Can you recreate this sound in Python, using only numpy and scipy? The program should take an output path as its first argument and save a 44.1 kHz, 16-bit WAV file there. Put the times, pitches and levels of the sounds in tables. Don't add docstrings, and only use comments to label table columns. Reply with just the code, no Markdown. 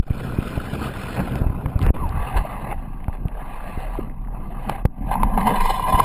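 import sys
import numpy as np
from scipy import signal
from scipy.fft import rfft, irfft
from scipy.io import wavfile
from scipy.ndimage import uniform_filter1d

SR = 44100
rng = np.random.default_rng(int(sys.argv[2]) if len(sys.argv) > 2 else 0)


def output_pcm(signal):
    pcm = np.clip(np.atleast_2d(signal).T, -1, 1) * 32767
    wavfile.write(sys.argv[1], SR, np.round(pcm).astype(np.int16))


N = 266364
T = np.arange(N) / SR
HZ = np.fft.rfftfreq(N, 1 / SR)

# time [s], level [dB]
DRAG = [(0, -48), (.2, -38.5), (.85, -37.5), (1.36, -35), (1.65, -39), (1.77, -39), (1.85, -39), (2.2, -34),
        (2.62, -34), (2.722, -28.5), (2.76, -40.5), (2.93, -46), (3.23, -47.5), (3.42, -35.5),
        (4.02, -38.5), (4.16, -49.5), (4.76, -32), (4.88, -57), (4.96, -49), (5.12, -28.5), (5.32, -30),
        (5.52, -26.5), (6.04, -24)]
# time [s], level [dB]
RASP = [(0, -3), (.5, -1), (1.1, -.5), (1.385, -5.5), (1.43, -10.5), (2.05, -10), (2.3, -7), (3.25, -10),
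        (3.72, -4.5), (4.3, -13.5), (4.75, -7.5), (4.89, -14), (5.05, -11.5), (5.25, -16), (5.65, -7.5),
        (5.78, -10), (6.04, -9)]
# start [s], ring_level [dB], ring_pitch [Hz], crack_level [dB], crack_top [Hz]
KNOCKS = [(.0795, -22, 744, -36, 2030), (.5758, -14, 630, -43, 2000), (1.275, -15, 700, -33, 2980),
          (1.3558, -15, 680, -24, 4200), (1.6591, -28, 670, -15.5, 2000), (1.7922, -12.5, 1100, -30, 3000),
          (1.8645, -11, 830, -15.5, 3270), (1.901, -31, 910, -35, 2190), (1.9649, -22, 1090, -24.5, 2480),
          (2.7255, -8, 825, -27, 2200), (3.0815, -22, 884, -24, 2100), (3.0968, -19.5, 845, -32, 1500),
          (3.253, -21.5, 696, -46, 1500), (3.9538, -13.5, 930, -47, 2000), (4.284, -22.5, 830, -48, 2000),
          (4.6958, -4, 880, -13, 3640), (4.8533, -9.5, 484, -12, 4100), (5.155, -3.5, 906, -27, 2230),
          (5.2325, 1, 918, -11.5, 3100), (5.3755, -5.5, 780, -13, 2410), (5.4698, -3, 938, -30, 2800),
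          (5.491, -8, 970, -21, 3500), (5.6925, -8.5, 946, -27, 2600), (5.795, -8.5, 1020, -24, 2400),
          (5.923, -22, 980, -28, 2500), (6.001, 3.5, 1024, -21, 3500)]
FIRST_SLIP_S, SLIP_GAP_S = 5.613, 0.0458


def amp(db):
    return 10 ** (np.asarray(db) / 20)


def unit(x):
    return x / np.sqrt(np.mean(x ** 2) + 1e-20)


def curve(rows):
    return np.interp(T, *np.transpose(rows))


def shaped(x, gain):
    return irfft(rfft(x) * gain, N)


def spectrum(points):
    hz, db = np.transpose(points)
    return amp(np.interp(np.log(HZ + 1), np.log(hz), db))


def wander(rate_hz):
    noise = rng.standard_normal(N)
    return unit(shaped(noise, 1 / (1 + (HZ / rate_hz) ** 4)))


def grains(per_s, spread_db):
    size = amp(spread_db * np.minimum(rng.exponential(1, N), 4))
    sign = rng.choice([-1, 1], N)
    lands = rng.random(N) < per_s / SR
    return unit(size * sign * lands)


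def steadied(x, size):
    power = uniform_filter1d(uniform_filter1d(x ** 2, size), size)
    return x / np.sqrt(power + 1e-9)


def ringing(x, gain):
    cepstrum = irfft(np.log(np.maximum(gain, 1e-5)), N)
    cepstrum[1:N // 2] *= 2
    cepstrum[N // 2 + 1:] = 0
    return shaped(x, np.exp(rfft(cepstrum)))


def low_pass(x, edge_hz, size):
    taps = signal.firwin(size, edge_hz, window=("kaiser", 8), fs=SR)
    return signal.oaconvolve(x, taps, "same")


def resonate(x, hz, width_hz):
    turn = np.exp(2j * np.pi * np.cumsum(hz * np.ones(N)) / SR)
    r = np.exp(-np.pi * width_hz / SR)
    slow = signal.lfilter([1], [1, -2 * r, r * r], x / turn)
    return unit((turn * slow).real)


def patchy(x, depth_db, span_s, band_hz, size):
    z = signal.stft(x, nperseg=size)[2]
    field = rng.standard_normal(z.shape)
    field = uniform_filter1d(field, max(round(span_s * 2 * SR / size), 1), axis=1)
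    field = uniform_filter1d(field, max(round(band_hz * size / SR), 1), axis=0)
    return signal.istft(z * amp(depth_db * unit(field)), nperseg=size)[1][:N]


def swell(s, rise, fall, hold=0):
    going_up = np.clip((T - s) / rise, 0, 1)
    going_down = np.clip((T - s - rise - hold) / fall, 0, 1)
    return np.sin(np.pi / 2 * (going_up - going_down)) ** 2


def hump(s, half):
    return np.maximum(1 - ((T - s) / (2 * half)) ** 2, 0) ** 2


def gestures(rows, attack, release):
    return np.array([swell(s, attack, release, max(length - attack, 0)) for s, length, *_ in rows])


def grip():
    # time [s], grip [0-2, limited below]
    hold_points = [(0, 0), (1.3, 0.1), (1.9, 0.26), (2.15, 0.977), (4.9, 0.93), (5.15, 1.28), (5.45, 1.66),
                   (5.6, 1.98), (5.8, 2.11)]
    return np.clip(curve(hold_points), 0, 2)


def thumps(rebound=0.12, rebound_rise=0.0054, rebound_fall=0.083, quick=0.028):
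    # start [s], signed pressure [relative], rise [s], fall [s]
    pushes = [(-.001, -0.94, 0.0033, 0.24), (0.1025, 0.46, 0.0048, 0.0015), (0.108, -0.36, 0.0032, 0.0043),
              (0.3868, 0.7, 0.0017, 0.002), (0.5377, 0.13, 0.00078, 0.0034), (0.576, 0.41, 0.0015, 0.0041),
              (1.359, 0.26, 0.0021, 0.0019), (1.412, 0.62, 0.0057, 0.0015), (1.465, 0.45, 0.002, 0.0087),
              (1.497, 0.43, 0.0048, 0.0026), (1.6578, 0.33, 0.0025, 0.0061), (1.7556, 0.75, 0.0056, 0.0034),
              (1.8135, 0.24, 0.0022, 0.0023), (1.8182, -0.25, 0.0022, 0.0038),
              (1.8304, -0.62, 0.0023, 0.0046), (1.844, .25, 0.0055, .008), (1.867, -0.44, 0.0026, 0.0073),
              (1.884, .22, 0.0034, 0.0064), (1.8974, 0.42, 0.00245, 0.0039), (1.9043, -1.04, 0.0015, 0.11),
              (3.0822, 0.41, 0.0025, 0.0068), (3.253, 0.35, 0.0028, 0.005), (3.257, -0.19, 0.0014, 0.0042),
              (3.775, -0.26, 0.0017, 0.013), (4.852, -1.84, 0.0018, 0.0033), (5.942, 0.62, 0.0044, 0.011)]
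    out = np.zeros(N)
    for s, pressure, rise, fall in pushes:
        strength = rebound * np.exp(-fall / quick)
        spring = strength * swell(s + rise + fall / 2, rebound_rise, rebound_fall)
        out += pressure * (swell(s, rise, fall) - spring)
    return out


def water(sway_db=5, buffet_db=-2, shove_db=-0.5, gurgle_db=2.0, eddies_per_s=260, spread_db=3.0,
          surge_db=2.5, surge_hz=7):
    # pitch [Hz], level [dB]
    sway_colour = [(8, -46), (18, 22), (28, 14), (40, 16), (55, -13), (90, -26), (200, -126)]
    buffet_colour = [(25, -6), (45, 8), (70, 19.5), (100, -1), (150, -0.5), (300, -41), (700, -76)]
    # pitch [Hz], level [dB]
    open_colour = [(50, -41), (90, -5.5), (130, 4.5), (160, -2), (195, -2), (260, -4.5), (340, -12),
                   (480, -16.5), (1000, -61.5)]
    cupped_colour = [(50, -40), (90, -6), (130, 4), (160, -3.5), (195, -1.5), (270, -7.5), (340, -15.5),
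                     (480, -26), (1000, -74)]
    # time [s], level [dB]
    flow = [(0, -42.5), (.27, -32), (1.4, -31.5), (1.9, -33), (2.3, -36), (2.95, -42), (3.75, -40.5),
            (4.22, -42), (4.7, -35.5), (4.88, -45), (4.97, -45), (5.03, -34), (5.78, -39.5), (6.04, -29)]
    # time [s], level [dB]
    rocking = [(0, -27.5), (.2, -33.5), (.55, -30), (.75, -38), (1.3, -33), (1.45, -43), (2.6, -31),
               (3.05, -27.5), (4.7, -27.5), (4.92, -31.5), (5.3, -17.5), (5.6, -29), (5.8, -24),
               (6.04, -29)]
    # start [s], length [s], buffet_level [dB], sway_level [dB]
    shoves = [(1.39, 0.19, -31, -27.5), (1.809, 0.085, -22, -19.5), (1.993, 0.11, -23, -24),
              (2.135, 0.096, -20, -23.5), (2.33, 0.074, -22, -16), (2.738, 0.048, -31.5, -23),
              (5.172, 0.08, -26, -16.5)]

    sway = steadied(shaped(rng.standard_normal(N), spectrum(sway_colour)), size=5000)
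    buffet = steadied(shaped(rng.standard_normal(N), spectrum(buffet_colour)), size=3000)
    eddies = grains(eddies_per_s, spread_db) + .5 * rng.standard_normal(N)
    cupped = np.minimum(grip(), 1)
    open_gurgle = (1 - cupped) * ringing(eddies, spectrum(open_colour))
    cupped_gurgle = cupped * ringing(eddies, spectrum(cupped_colour))
    gurgle = steadied(open_gurgle + cupped_gurgle, size=4000)
    current = amp(curve(flow) + surge_db * wander(surge_hz))
    push, swing = amp(np.array(shoves)[:, 2:].T) @ gestures(shoves, attack=0.021, release=0.03)
    return (sway * amp(sway_db) * np.hypot(amp(curve(rocking)), swing)
            + buffet * np.hypot(amp(buffet_db) * current, amp(shove_db) * push)
            + gurgle * amp(gurgle_db) * current)


def housing(drive):
    # pitch [Hz], width [Hz], loose [dB], cupped [dB], pressed [dB]
    resonances = [(444, 145, 12, -17, -9.5), (631, 187, 11, -4, -11), (770, 91, 7.5, 3.5, 1.5),
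                  (905, 134, -13, -2.5, -4), (975, 61, -5, -3.5, 6), (1023.4, 52, 8.5, -2, 8.5),
                  (1149, 58, -4, 1, -6), (1310, 190, 6, -37, -22), (1490, 118, 8, -12, -22),
                  (1626, 106, 2, 0.5, -10.5), (1740, 170, -24, -8, -25), (2024, 243, -26, -3, -10.5),
                  (2427, 157, 2, -17, -12.5), (2576, 130, -13, -4.5, -23), (2770, 89, -16, -9, -24),
                  (2958, 180, -4.5, -13.5, -11.5), (3504, 300, -11.5, -21.5, -17.5),
                  (3994, 170, -31, -22, -20.5), (4135, 130, -14, -27, -19.5), (4390, 240, -15.5, -23, -26),
                  (5060, 390, -17.5, -61, -27.5)]
    broadening = [1.84, 1.72, 1.08]
    # pitch [Hz], width [Hz], depth [0-1]
    dip_rows = [(1126, 30, 0.19), (2310, 62, 0.33), (4560, 81, 0.2)]
    hold, sound = grip(), np.zeros(N)
    dips = np.ones(len(HZ))
    for hz, width, depth in dip_rows:
        dips *= 1 - depth / (1 + ((HZ - hz) / width) ** 2)
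    for k, factor in enumerate(broadening):
        power = np.zeros(len(HZ))
        for hz, width, *db in resonances:
            power += amp(db[k]) ** 2 / (1 + (2 * (HZ - hz) / (width * factor)) ** 2) ** 2
        share = np.sqrt(np.maximum(1 - abs(hold - k), 0))
        sound += share * ringing(drive, unit(dips * np.sqrt(power)))
    return sound


def flexing(x, share, rate_hz):
    return np.interp(T + share / (2 * np.pi * rate_hz) * wander(rate_hz), T, x)


def judder(count=3, half_slip_s=0.0063, slip_db=8):
    return sum(slip_db * hump(FIRST_SLIP_S + k * SLIP_GAP_S, half_slip_s) for k in range(count))


def friction(tremor_db=1.04, tremor_hz=9):
    # start [s], length [s], extra_level [dB], extra_rasp [dB]
    strokes = [(0.79, 0.07, 4.5, 0), (1.162, 0.033, 8, -3), (1.807, 0.034, 5.5, 7.5),
               (1.936, 0.012, 6.5, 1), (2.338, 0.06, 6.5, -1.5), (3.023, 0.031, 2.5, -2),
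               (3.123, 0.02, 7.5, 1), (3.731, .11, 4, 0), (4.316, 0.046, 4.5, -1), (4.684, 0.027, 2, 1.5),
               (5.105, 0.028, 5.5, 3.5), (5.369, 0.045, 5.5, 0), (5.466, 0.058, 4.5, -1),
               (5.919, 0.019, 7, -4.5), (5.973, 0.017, 7, -4.5)]
    # centre [s], half_length [s], extra_level [dB], extra_rasp [dB]
    slips = [(0.481, 0.0037, 1.5, 4.5), (0.742, 0.018, 6, -1.5), (1.195, 0.0082, 3, -3.5),
             (2.24, 0.054, 4.5, 1.5), (2.376, 0.01, 4.5, 6.5), (4.698, 0.0049, 7, -3),
             (5.115, 0.0022, 9.5, -8), (5.246, 0.0068, 1.5, 4), (5.298, 0.003, -3, 4),
             (5.382, 0.0073, 3, 2.5), (5.412, 0.0067, 2, 4), (5.474, 0.014, 7, 1.5), (5.494, 0.005, 3.5, 2),
             (5.519, 0.012, 4, 0.5), (5.571, 0.025, 5, .5), (5.853, 0.014, 5, -6.5),
             (5.709, 0.005, 3.5, -1), (5.892, 0.014, 5.5, -3), (5.952, 0.009, 9.5, -5.5),
             (5.995, 0.0056, 9, 2)]
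    stroke_shapes = gestures(strokes, attack=0.0076, release=0.038)
    stroke_db, stroke_rasp_db = np.array(strokes)[:, 2:].T @ stroke_shapes
    slip_shapes = np.array([hump(s, half) for s, half, *_ in slips])
    slip_db, slip_rasp_db = np.array(slips)[:, 2:].T @ slip_shapes
    level_db = curve(DRAG) + stroke_db + slip_db + judder() + tremor_db * wander(tremor_hz)
    return level_db, curve(RASP) + stroke_rasp_db + slip_rasp_db


def rubbing(per_s=3000, spread_db=1.5, hiss=0.87, flutter_db=1.9, flutter_hz=55, body_db=-1.21,
            bright_db=-3.5, split_hz=1330, top_hz=3200, top_db=6, top_follow=0.61):
    drive = unit(grains(per_s, spread_db) + hiss * rng.standard_normal(N))
    drive *= amp(flutter_db * wander(flutter_hz))
    sound = flexing(housing(drive), share=.012, rate_hz=6.14)
    sound = patchy(sound, depth_db=3.0, span_s=.04, band_hz=350, size=512)
    body = shaped(sound, 1 / (1 + (HZ / split_hz) ** 20))
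    level_db, brightness_db = friction()
    rasp = steadied(sound - body, size=1600)
    low_rasp = shaped(rasp, 1 / (1 + (HZ / top_hz) ** 20))
    top_gain = amp(top_db + top_follow * brightness_db)
    rasp = low_rasp + (rasp - low_rasp) * top_gain
    body = amp(body_db) * steadied(body, size=1200)
    return amp(level_db) * (body + amp(bright_db + brightness_db) * rasp)


def palm_boom(boom_hz=196, width_hz=65, drag_share_db=-17):
    # start [s], length [s], level [dB]
    presses = [(4.626, 0.057, -29.5), (5.128, 0.12, -26), (5.293, 0.23, -23.5), (5.51, 0.12, -33.5),
               (5.875, 0.089, -28)]
    boom = steadied(resonate(rng.standard_normal(N), boom_hz, width_hz), size=2500)
    pressed = amp(np.array(presses)[:, 2]) @ gestures(presses, attack=0.069, release=0.062)
    return boom * np.hypot(amp(drag_share_db + curve(DRAG)), pressed)


def bubbling(level_db=-7, per_s=110, spread_db=3, low_hz=1050, high_hz=3000, tilt_db=-8,
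             cycles=16, count=12):
    t, out = np.arange(1024) / SR, np.zeros(N)
    for place in np.linspace(0, 1, count):
        hz = low_hz * (high_hz / low_hz) ** place
        decay = np.exp(-np.log(1000) * t * hz / cycles)
        ping = unit(np.sin(2 * np.pi * hz * t) * decay)
        out += amp(tilt_db * place) * signal.oaconvolve(grains(per_s / count, spread_db), ping)[:N]
    openness = np.maximum(1 - grip(), 0)
    return unit(out) * amp(level_db + curve(DRAG) + curve(RASP)) * openness


def knocks(attack=0.0015, level_db=2, loose_cycles=9.6, pressed_cycles=26):
    out, pressed = np.zeros(N), np.maximum(grip() - 1, 0)
    for s, db, hz, *_ in KNOCKS:
        cycles = loose_cycles + (pressed_cycles - loose_cycles) * np.interp(s, T, pressed)
        t60 = cycles / hz
        near = (T >= s) & (T < s + 2 * t60)
        t = T[near] - s
        envelope = amp(level_db + db - 60 * t / t60) * (1 - np.exp(-t / attack))
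        out[near] += envelope * np.sin(2 * np.pi * hz * t)
    return out


def ticks(level_db=-3.0, soft_s=0.00015, crack_s=0.0014, scrape=0.15, scrape_s=0.0027):
    force = np.zeros(N)
    t = np.arange(1024) / SR
    envelope = (np.exp(-t / crack_s) + scrape * np.exp(-t / scrape_s)) * (1 - np.exp(-t / soft_s))
    for s, _, _, db, top_hz in KNOCKS:
        burst = unit(envelope * rng.standard_normal(len(t))) * np.sqrt(np.mean(envelope ** 2))
        dulled = signal.lfilter(*signal.butter(4, top_hz, fs=SR), burst)
        part = force[round(s * SR):][:len(t)]
        part += amp(db) * dulled[:len(part)]
    wall = spectrum([(200, 8.0), (800, 19.0), (1500, 7.5), (2800, 5), (4200, -2.0), (5500, 9.5)])
    return amp(level_db) * ringing(force, wall)


def bubbles(level_db=-1.5, attack=0.0015, release=0.0023):
    # start [s], peak [dB], pitch [Hz], length [s]
    pockets = [(0.472, -30, 1300, 0.005), (0.6, -24, 1380, 0.0046), (0.7515, -28, 1260, 0.0053),
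               (0.798, -32, 1030, 0.0062), (.8667, -28, 1230, 0.0072), (0.955, -30, 1040, 0.003),
               (1.443, -24, 614, 0.0032), (2.449, -19.5, 648, 0.0064), (3.9875, -16, 350, 0.0067),
               (3.9882, -29.5, 557, 0.0041), (4.013, -28, 248, 0.012)]
    out = np.zeros(N)
    for s, db, hz, length in pockets:
        envelope = swell(s, attack, release, length - attack)
        out += amp(level_db + db) * envelope * np.sin(2 * np.pi * hz * (T - s))
    return out


def scrapes(level_db=-0.5, per_s=700, spread_db=4.0, hiss=0.42, stop_s=0.0053):
    # start [s], length of the swell [s], level [dB]
    scuffs = [(1.153, 0.052, -30), (1.803, 0.096, -31.5), (2.344, 0.036, -31.5), (2.682, 0.048, -32.5)]
    # pitch [Hz], level [dB]
    scuff_colour = [(150, -7), (500, -0.5), (900, 1.5), (1400, -3.5), (2100, -8), (2800, -9.5), (3400, -42)]
    grain = grains(per_s, spread_db) + hiss * rng.standard_normal(N)
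    sound = steadied(ringing(grain, spectrum(scuff_colour)), size=500)
    return sound * sum(amp(level_db + db) * swell(s, length, stop_s) for s, length, db in scuffs)


def grit(level_db=-5.0, rise_cycles=0.75):
    # start [s], peak [dB], pitch [Hz]
    strikes = [(1.7915, -26, 4140), (1.809, -33, 3500), (1.8158, -20, 2800), (1.828, -24, 4200),
               (2.0927, -26.5, 4200), (3.004, -35, 1980), (3.0435, -27, 2230), (3.1295, -27, 1790),
               (3.1715, -35, 2080), (3.2838, -26.5, 2600), (4.098, -31.5, 1850), (4.249, -36, 1900),
               (4.274, -34, 1520)]
    t, out = np.arange(512) / SR, np.zeros(N)
    for s, db, hz in strikes:
        age = t * hz / rise_cycles
        envelope = age * np.exp(1 - age)
        out[round(s * SR):][:len(t)] += amp(level_db + db) * envelope * np.sin(2 * np.pi * hz * t)
    return out


def squeak(start_s=1.96, rise_s=0.102, fall_s=0.022, start_hz=1347, sag_hz_per_s=4580,
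           width_hz=95, level_db=-29):
    pitch_hz = start_hz - sag_hz_per_s * np.clip(T - start_s, 0, rise_s + fall_s)
    tone = steadied(resonate(rng.standard_normal(N), pitch_hz, width_hz), size=900)
    return tone * amp(level_db) * swell(start_s, rise_s, fall_s)


def jolts(push=0.46):
    beat = (T - FIRST_SLIP_S) / SLIP_GAP_S
    envelope = swell(FIRST_SLIP_S - 2 * SLIP_GAP_S, 2 * SLIP_GAP_S, 4 * SLIP_GAP_S)
    return push * np.cos(2 * np.pi * beat) * envelope


def scene():
    pressure = thumps() + water() + rubbing() + palm_boom() + bubbling() + knocks() + ticks()
    pressure += bubbles() + scrapes() + grit() + squeak() + jolts()
    return np.array([pressure, pressure])


def record(dry, rail=0.84, coupling_hz=45, alias_hz=5750, sampling_hz=12000, image_db=-2.0,
           hiss_db=-70, edge_hz=15250):
    # pitch [Hz], level [dB]
    side_colour = [(30, -53), (120, -58), (280, -45), (550, -36), (1000, -55), (2000, -23), (4000, -18.5),
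                   (8000, -20), (12000, -18.5)]
    x = dry.mean(0)
    x = x / (1 + (x / rail) ** 20) ** (1 / 20)
    x = x + amp(hiss_db) * wander(1400)
    x = signal.lfilter(*signal.butter(1, coupling_hz, "highpass", fs=SR), x)
    x = low_pass(x, alias_hz, size=121)
    images = 2 * amp(image_db) * x * np.cos(2 * np.pi * sampling_hz * T)
    x = shaped(x + images, np.sinc(HZ / sampling_hz))
    side = shaped(x, spectrum(side_colour)) * wander(37)
    return np.array([low_pass(x + sign * side, edge_hz, size=511) for sign in (1, -1)])


dry = scene()
out = record(dry)
output_pcm(out)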